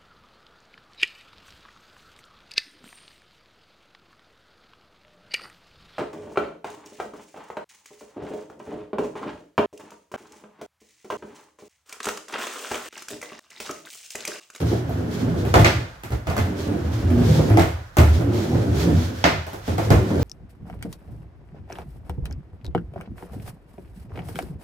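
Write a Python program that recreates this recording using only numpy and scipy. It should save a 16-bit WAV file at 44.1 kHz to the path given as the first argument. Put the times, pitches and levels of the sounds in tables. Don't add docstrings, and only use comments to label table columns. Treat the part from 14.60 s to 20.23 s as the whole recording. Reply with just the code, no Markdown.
import sys
import numpy as np
from scipy import signal
from scipy.fft import rfft, irfft, next_fast_len
from scipy.io import wavfile
from scipy.ndimage import map_coordinates

SR = 44100
rng = np.random.default_rng(int(sys.argv[2]) if len(sys.argv) > 2 else 0)


def undo_db(level):
    steps = np.asarray(level, float) / 20
    return 10 ** steps


def master_out(mix):
    frames = np.transpose(np.atleast_2d(mix))
    ceiling = np.clip(frames, -1, 1)
    pcm = np.round(ceiling * 32767).astype(np.int16)
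    wavfile.write(sys.argv[1], SR, pcm)


N = 248283


def unit(x):
    return x / np.sqrt(np.mean(x ** 2) + 1e-20)


def along(points, hz):
    f, value = np.transpose(points)
    return np.interp(np.log(hz + 1), np.log(f + 1), value)


def filtered(x, response):
    size = next_fast_len(x.shape[-1] + SR // 4)
    spectrum = rfft(x, size) * response(np.fft.rfftfreq(size, 1 / SR))
    return irfft(spectrum, size)[..., :x.shape[-1]]


def modes(table):
    def response(f):
        total = 0
        for k, (centre, width, db) in enumerate(table):
            ring = 1j * f * width / (centre * centre - f * f + 1j * f * width)
            total = total + (-1) ** k * undo_db(db) * ring
        return total
    return response


def causal(gain):
    cepstrum = irfft(np.log(gain + 1e-6))
    half = len(cepstrum) // 2
    cepstrum[1:half] *= 2
    cepstrum[half + 1:] = 0
    return np.exp(rfft(cepstrum))


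def wobble(rate):
    knots = rng.standard_normal(int(N * rate / SR) + 4)
    return map_coordinates(knots, [np.arange(N) * rate / SR])


def bumps(size, rate, scatter_db, smooth):
    chance, height, grain = rng.random(size), rng.exponential(size=size), rng.standard_normal(size)
    kicks = np.sign(grain) * (chance < rate / SR) * undo_db(scatter_db * np.minimum(height, 2.2))
    return unit(kicks) + smooth * grain


def lingering(db, t60):
    keep = 10 ** (-6 / (t60 * SR))
    return np.sqrt(signal.lfilter([1 - keep], [1, -keep], undo_db(2 * db)))


# (f/Hz, width/Hz, level/dB)
BOOM = [(66.3, 8.7, -7.5), (84.7, 12.3, 1), (111.5, 16.3, 5), (114.2, 18.9, 0.5), (135, 1.8, -31)]
# (f/Hz, width/Hz, level/dB)
SPANS = [(115.6, 16.8, -0.5), (123.2, 16.3, 0), (156, 20.8, -5), (170, 16, -3)]
# (f/Hz, width/Hz, level/dB)
PANEL = [(178, 33.3, 1.5), (199.8, 26.8, -0.5), (241.4, 12, 2.5), (331.6, 38, -1), (380, 57, -4),
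         (440, 106, -14), (556, 134, -15), (632, 146, -15.5), (704, 170, -27.5)]


def rumble(load):
    pressure, speed, short, stall = ride()
    road = bumps(N, rate=200, scatter_db=1, smooth=0.5)
    short = np.clip(short, 0, 1)
    air = unit(filtered(road, modes(BOOM)))
    spans = unit(filtered(road, modes(SPANS)))
    hollow = np.sqrt(1 - short) * air + np.sqrt(short) * spans
    panels = sum(undo_db(2.2 * wobble(18)) * filtered(road, modes(PANEL[first::3])) for first in range(3))
    hollow_db = -24 + pressure + stall + 1.8 * load
    panel_db = -27.5 + speed + 1.7 * stall + 0.69 * load
    return undo_db(hollow_db) * hollow + undo_db(panel_db) * unit(panels)


# (t/s, rider's pressure level/dB, wheel speed level/dB, share of short spans underfoot 0-1)
RIDE = [(0, 22, 12.5, 0.78), (0.079, -6, -6, 0.4), (.45, -1.5, -3, 0.37), (.72, 1.5, 1.5, 0.75),
        (.93, -4, -8.5, 0.13), (1.7, -6, -7.5, 0.36), (2.07, -6.5, 0, 0.43), (2.32, -3, -5.5, 0),
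        (2.5, -0.5, 2, 0.36), (2.75, 5.5, 4.5, 1), (2.97, -2.5, 0.5, 0.1), (3.5, 3.5, -6, 0),
        (3.7, -2.5, 0.5, 0.53), (4.03, -1, 2, 0.4), (4.3, 6.5, 4, 0.25), (4.47, -3, -6.5, 0),
        (5.15, -8, -4, 0.36), (5.63, 1.5, 5.5, 0.4)]


def ride():
    s, *controls = np.transpose(RIDE)
    t = np.arange(N) / SR
    return *[np.interp(t, s, control) for control in controls], stalled()


# (wheels unload t/s, wheels land t/s, what still trembles level/dB)
STALLS = [
    (1.17, 1.665, -40),
    (3.027, 3.426, -28),
    (4.503, 4.665, -4),
    (4.723, 5.11, -15.5),
]


def stalled():
    unload_db_per_s, land_s = 136, 0.03
    t, loss = np.arange(N) / SR, 0
    for up, down, db in STALLS:
        fallen = min(up - db / unload_db_per_s, down - 2 * land_s)
        loss = loss + np.interp(t, [up, fallen, down - land_s, down], [0, db, db, 0])
    return loss


# (f/Hz, level/dB per Hz)
WHEEL = [(290, -46), (500, -3), (897, -8), (1180, -12), (1480, -8.5), (2430, -23), (3000, -20.5),
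         (3900, -51), (6600, -120)]
# (f/Hz, level/dB per Hz)
BEARING = [(1350, 0), (2300, 0), (2800, -4), (3320, 1), (3670, -1.5), (4050, -1), (4500, -2.5), (5520, -3),
           (6720, -5.5), (8110, -12), (10500, -14), (15100, -13.5), (16300, -24)]


def hiss(load):
    _, speed, _, stall = ride()
    tread = bumps((2, N), rate=330, scatter_db=-0.5, smooth=2.1)
    tread = unit(filtered(tread, lambda hz: undo_db(along(WHEEL, hz))))
    tread_db = -42 + 0.2 * speed + 0.68 * stall + 0.6 * load
    balls = bumps((2, N), rate=1100, scatter_db=14.0, smooth=4.8)
    balls = unit(filtered(balls, lambda hz: undo_db(along(BEARING, hz))))
    spin_power = undo_db(2 * (-51 + 0.25 * speed + 0.24 * stall))
    spin_db = 10 * np.log10(spin_power + carving())
    chatter_db = 0.5 * load + 2 * wobble(45)
    return lingering(tread_db, t60=0.76) * tread + lingering(spin_db + chatter_db, t60=0.21) * balls


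# (middle t/s, length t/s, level/dB)
CARVES = [(0.0, 0.017, -35), (0.114, 0.097, -40), (0.31, 0.027, -54), (0.573, .12, -41),
          (0.796, 0.047, -42), (.89, .08, -42), (1.527, 0.05, -49), (2.005, .06, -40), (2.35, 0.18, -45),
          (2.51, .04, -43.5), (2.73, 0.21, -35.5), (2.916, 0.15, -46), (3.534, 0.11, -40.5),
          (3.798, 0.11, -36.5), (3.964, 0.17, -44.5), (4.201, 0.086, -33.5), (4.413, 0.12, -38),
          (4.585, 0.12, -44.5), (4.916, 0.11, -50.5), (5.092, 0.079, -40.5), (5.22, 0.07, -42),
          (5.5, 0.077, -42.5), (5.63, 0.08, -39)]


def carving():
    t = np.arange(N) / SR
    return sum(undo_db(2 * db) * np.exp(-(2 * (t - s) / length) ** 2) for s, length, db in CARVES)


# (centre f/Hz, width f/Hz)
BLOW_BANDS = [
    (110, 200),
    (550, 950),
    (2000, 2300),
    (5200, 4000),
    (11500, 8500),
]
# (f/Hz, width/Hz, level/dB)
DECK = [(324, 25, -1.5), (677, 108, 3), (897, 8.8, -4.5), (1198, 12, -5), (1453, 51, -1), (1734, 44, -2),
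        (2096, 140, -3.5), (2500, 31, -1.5), (2950, 27, -9.5)]
# (f/Hz, level/dB)
MIC = [(25, -17.5), (50, 3), (80, 4.5), (6500, 1), (8200, -1), (10000, -4.5), (12500, 0), (16000, -7)]
# (t/s, strength level/dB, weight level/dB, wood level/dB, edge level/dB)
STRIKES = [(0.94, -13, -6.5, 8.5, -9.5), (0.9574, -19.5, 10, 11, -7), (0.995, -19.5, 16.5, 6, -4.5),
           (1.046, -8, -7, -8.5, -15.5), (1.061, -19, -2, -0.5, -14), (1.4351, -32, 5, -1.5, -2),
           (1.5049, -41, 22, 15, 2), (1.5212, -32.5, 18.5, 11, -7), (1.6702, -27.5, 12, 5.5, -7),
           (1.6988, -28.5, -4, 7, -6), (1.766, -25.5, -4, 3.5, -1), (1.7791, -22.5, 10.5, 3.5, -11),
           (2.972, -19.5, 3, 9, -6), (2.995, -18.5, 12.5, 3.5, -7), (3.02, -25.5, 8.5, 0, -10),
           (3.3689, -20, -3, 8, 0), (3.385, -16, 15, 6, -7), (4.6408, -7.5, -5, -3, -24),
           (4.6568, -30.5, 13, 2, 2), (4.8663, -35.5, -2, 6, -2), (4.9325, -37, 6.5, 8.5, 2),
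           (5.0789, -30.5, 17.5, 12.5, -6), (5.1813, -26, 9.5, 11, -3.5), (5.304, -16.5, 18, 11, -7)]
# (t/s, strength level/dB, weight
# level/dB, wood level/dB, edge level/dB)
JOINTS = [(0.012, -48, 24, 23, -15), (0.117, -41.5, 25, 33, -15), (0.2934, -44.5, 1, 16, 8),
          (.672, -43.5, 22, 20.5, -11), (0.8512, -31.5, 13.5, 9.5, -3), (2.069, -46, 25, 27, -15),
          (2.419, -43, 24, 9, -15), (2.5028, -34.5, 13, 9, -1), (2.62, -34, 24.5, 10, -15),
          (2.79, -35, 12, 22, -14), (2.9, -26.5, 19, 9.5, -8), (3.13, -50, 28, 0, -12),
          (3.189, -45, 12, 0, -19), (3.609, -34.5, 20.5, 13, -4), (3.8385, -44, 16, 23, -10),
          (3.9465, -33.5, 19, 15.5, -17), (4.1573, -50, 13, -6, -6), (5.5046, -37.5, 23, 24, -12)]


def blows():
    out, t = np.zeros((2, N + SR)), np.arange(SR // 4) / SR
    centre, width = np.array(BLOW_BANDS, float).T
    ring = lambda hz: 1 + np.abs(modes(DECK)(hz)) + 1.57 * np.abs(modes(BOOM)(hz))
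    # level in dB, then dB per dB of edge
    rows = [(*row, -6, 0.01) for row in STRIKES] + [(*row, -15.5, -0.4) for row in JOINTS]
    for s, db, weight_db, wood_db, edge_db, crack_db, sharper in rows:
        splutter = rng.standard_normal(len(t)) * np.exp(-(t / 0.0035) ** 2)
        click = t == 0
        push = np.array([click, 0.18 * click + splutter / np.linalg.norm(splutter)])
        band_db = np.array([weight_db, wood_db, 0, crack_db + sharper * edge_db, edge_db])
        per_hz = band_db - 10 * np.log10(width / width[2])
        centre[1] = np.clip(726 * 2 ** (-weight_db / 22), 304, centre[2] / 2)
        tone = np.c_[centre, per_hz]
        colour = lambda hz: causal(undo_db(along(tone, hz) + along(MIC, hz)) * ring(hz))
        start = round(s * SR)
        out[:, start:start + len(t)] += undo_db(db + 28) * filtered(push, colour)
    return out[:, :N]


# (t/s, lag of the left port in ms)
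PLACE = [(0, 0.077), (1, .3), (1.8, 0.17), (2.3, 0.052), (3, -0.22), (3.4, -0.32), (3.9, 0.136),
         (4.6, 0.31), (5.3, 0.38), (5.63, 0.13)]


def direct(x):
    lag = np.interp(np.arange(N) / SR, *np.transpose(PLACE)) * SR / 2000
    late = lambda hz, s: np.exp(-2j * np.pi * hz * s)
    bright = lambda hz: (1 + 2.2j * hz / 2500) / (1 + 1j * hz / 2500)
    straight = lambda hz: (1 + 0.25 * late(hz, 0.0025)) * bright(hz)
    walls = lambda hz: (0.83 * late(hz, 0.0138) - 0.58 * late(hz, 0.022)) / (1 + 1j * hz / 3000)
    x = filtered(x, lambda hz: straight(hz) + walls(hz))
    return np.array([map_coordinates(x, [np.arange(N) - side * lag], mode="nearest") for side in (1, -1)])


# (f/Hz, t/s)
ROOM = [(60, 0.37), (250, 0.31), (1000, 0.46), (4000, 0.51), (12000, 0.45)]


def garage(x):
    hop = SR // 12
    out, padded = np.zeros((2, N + 2 * SR)), np.pad(x, (hop, 2 * hop))
    fade = np.sin(np.pi * np.arange(2 * hop) / (2 * hop))
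    for start in range(0, N + hop, hop):
        hz, t, z = signal.stft(rng.standard_normal((2, SR // 2)), SR, nperseg=256)
        fall = undo_db(-60 * t / along(ROOM, hz)[:, None])
        fall = fall * (1.4 - np.exp(-t / 0.006)) * (1 + 0.46 * np.exp(-t / 0.026))
        fall = fall / np.linalg.norm(fall, axis=1, keepdims=True)
        tail = signal.istft(z * fall, SR, nperseg=256)[1]
        tail = tail / np.linalg.norm(tail[0])
        moment = padded[start:start + 2 * hop] * fade
        wet = signal.fftconvolve(moment[None], tail, axes=1)
        out[:, start:start + wet.shape[1]] += wet
    return out[:, hop:hop + N]


# (f/Hz, correlation -1 to 1)
ALIKE = [(60, 0.95), (130, 1), (290, 0.86), (640, -0.025), (1410, -0.014), (3100, 0.07), (6820, 0.11),
         (15000, -0.019)]
# (f/Hz, level/dB)
LEAN = [(60, -2.5), (110, 0.5), (200, -1), (380, -4), (700, 1), (1290, -3.5), (2380, 0), (4400, -3),
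        (8120, 1), (15000, -1)]


def pair(x):
    turn = lambda hz: np.arccos(np.clip(along(ALIKE, hz), -1, 1)) / 2
    mid, side = filtered(x, lambda hz: np.array([np.cos(turn(hz)), np.sin(turn(hz))]))
    lean = lambda hz: undo_db(along(LEAN, hz) / 2 * np.array([[1], [-1]]))
    return filtered(np.array([mid + side, mid - side]), lean)


# (f/Hz, level/dB per Hz)
FLOOR = [(24, -45), (40, 14.5), (130, -1), (322, -15), (1650, -8), (2730, -30), (4510, -49), (15100, -71),
         (16300, -49)]


def room_hum():
    noise = rng.standard_normal((2, N))
    return undo_db(-47.5) * unit(filtered(noise, lambda hz: undo_db(along(FLOOR, hz))))


def scene():
    load = np.clip(wobble(18), -1.5, 1.5)
    roll = rumble(load)
    push, crack = blows()
    diffuse = garage(roll + push) + hiss(load) + room_hum()
    return undo_db(1.5) * pair(diffuse) + direct(undo_db(-6.5) * roll + undo_db(-10) * crack)


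def roll_off(x):
    return signal.sosfilt(signal.butter(12, 16420, fs=SR, output="sos"), x)


def record(dry):
    top, hard, low_hz = 0.97, 4, 40
    ports = filtered(dry, lambda hz: (1j * hz / (low_hz + 1j * hz)) ** 2)
    hissing = ports + undo_db(-70) * rng.standard_normal(dry.shape)
    rounded = hissing / (1 + np.abs(hissing / top) ** hard) ** (1 / hard)
    mix = filtered(rounded, lambda hz: hz < 16000)
    return roll_off(mix)


dry = scene()
out = record(dry)
master_out(out)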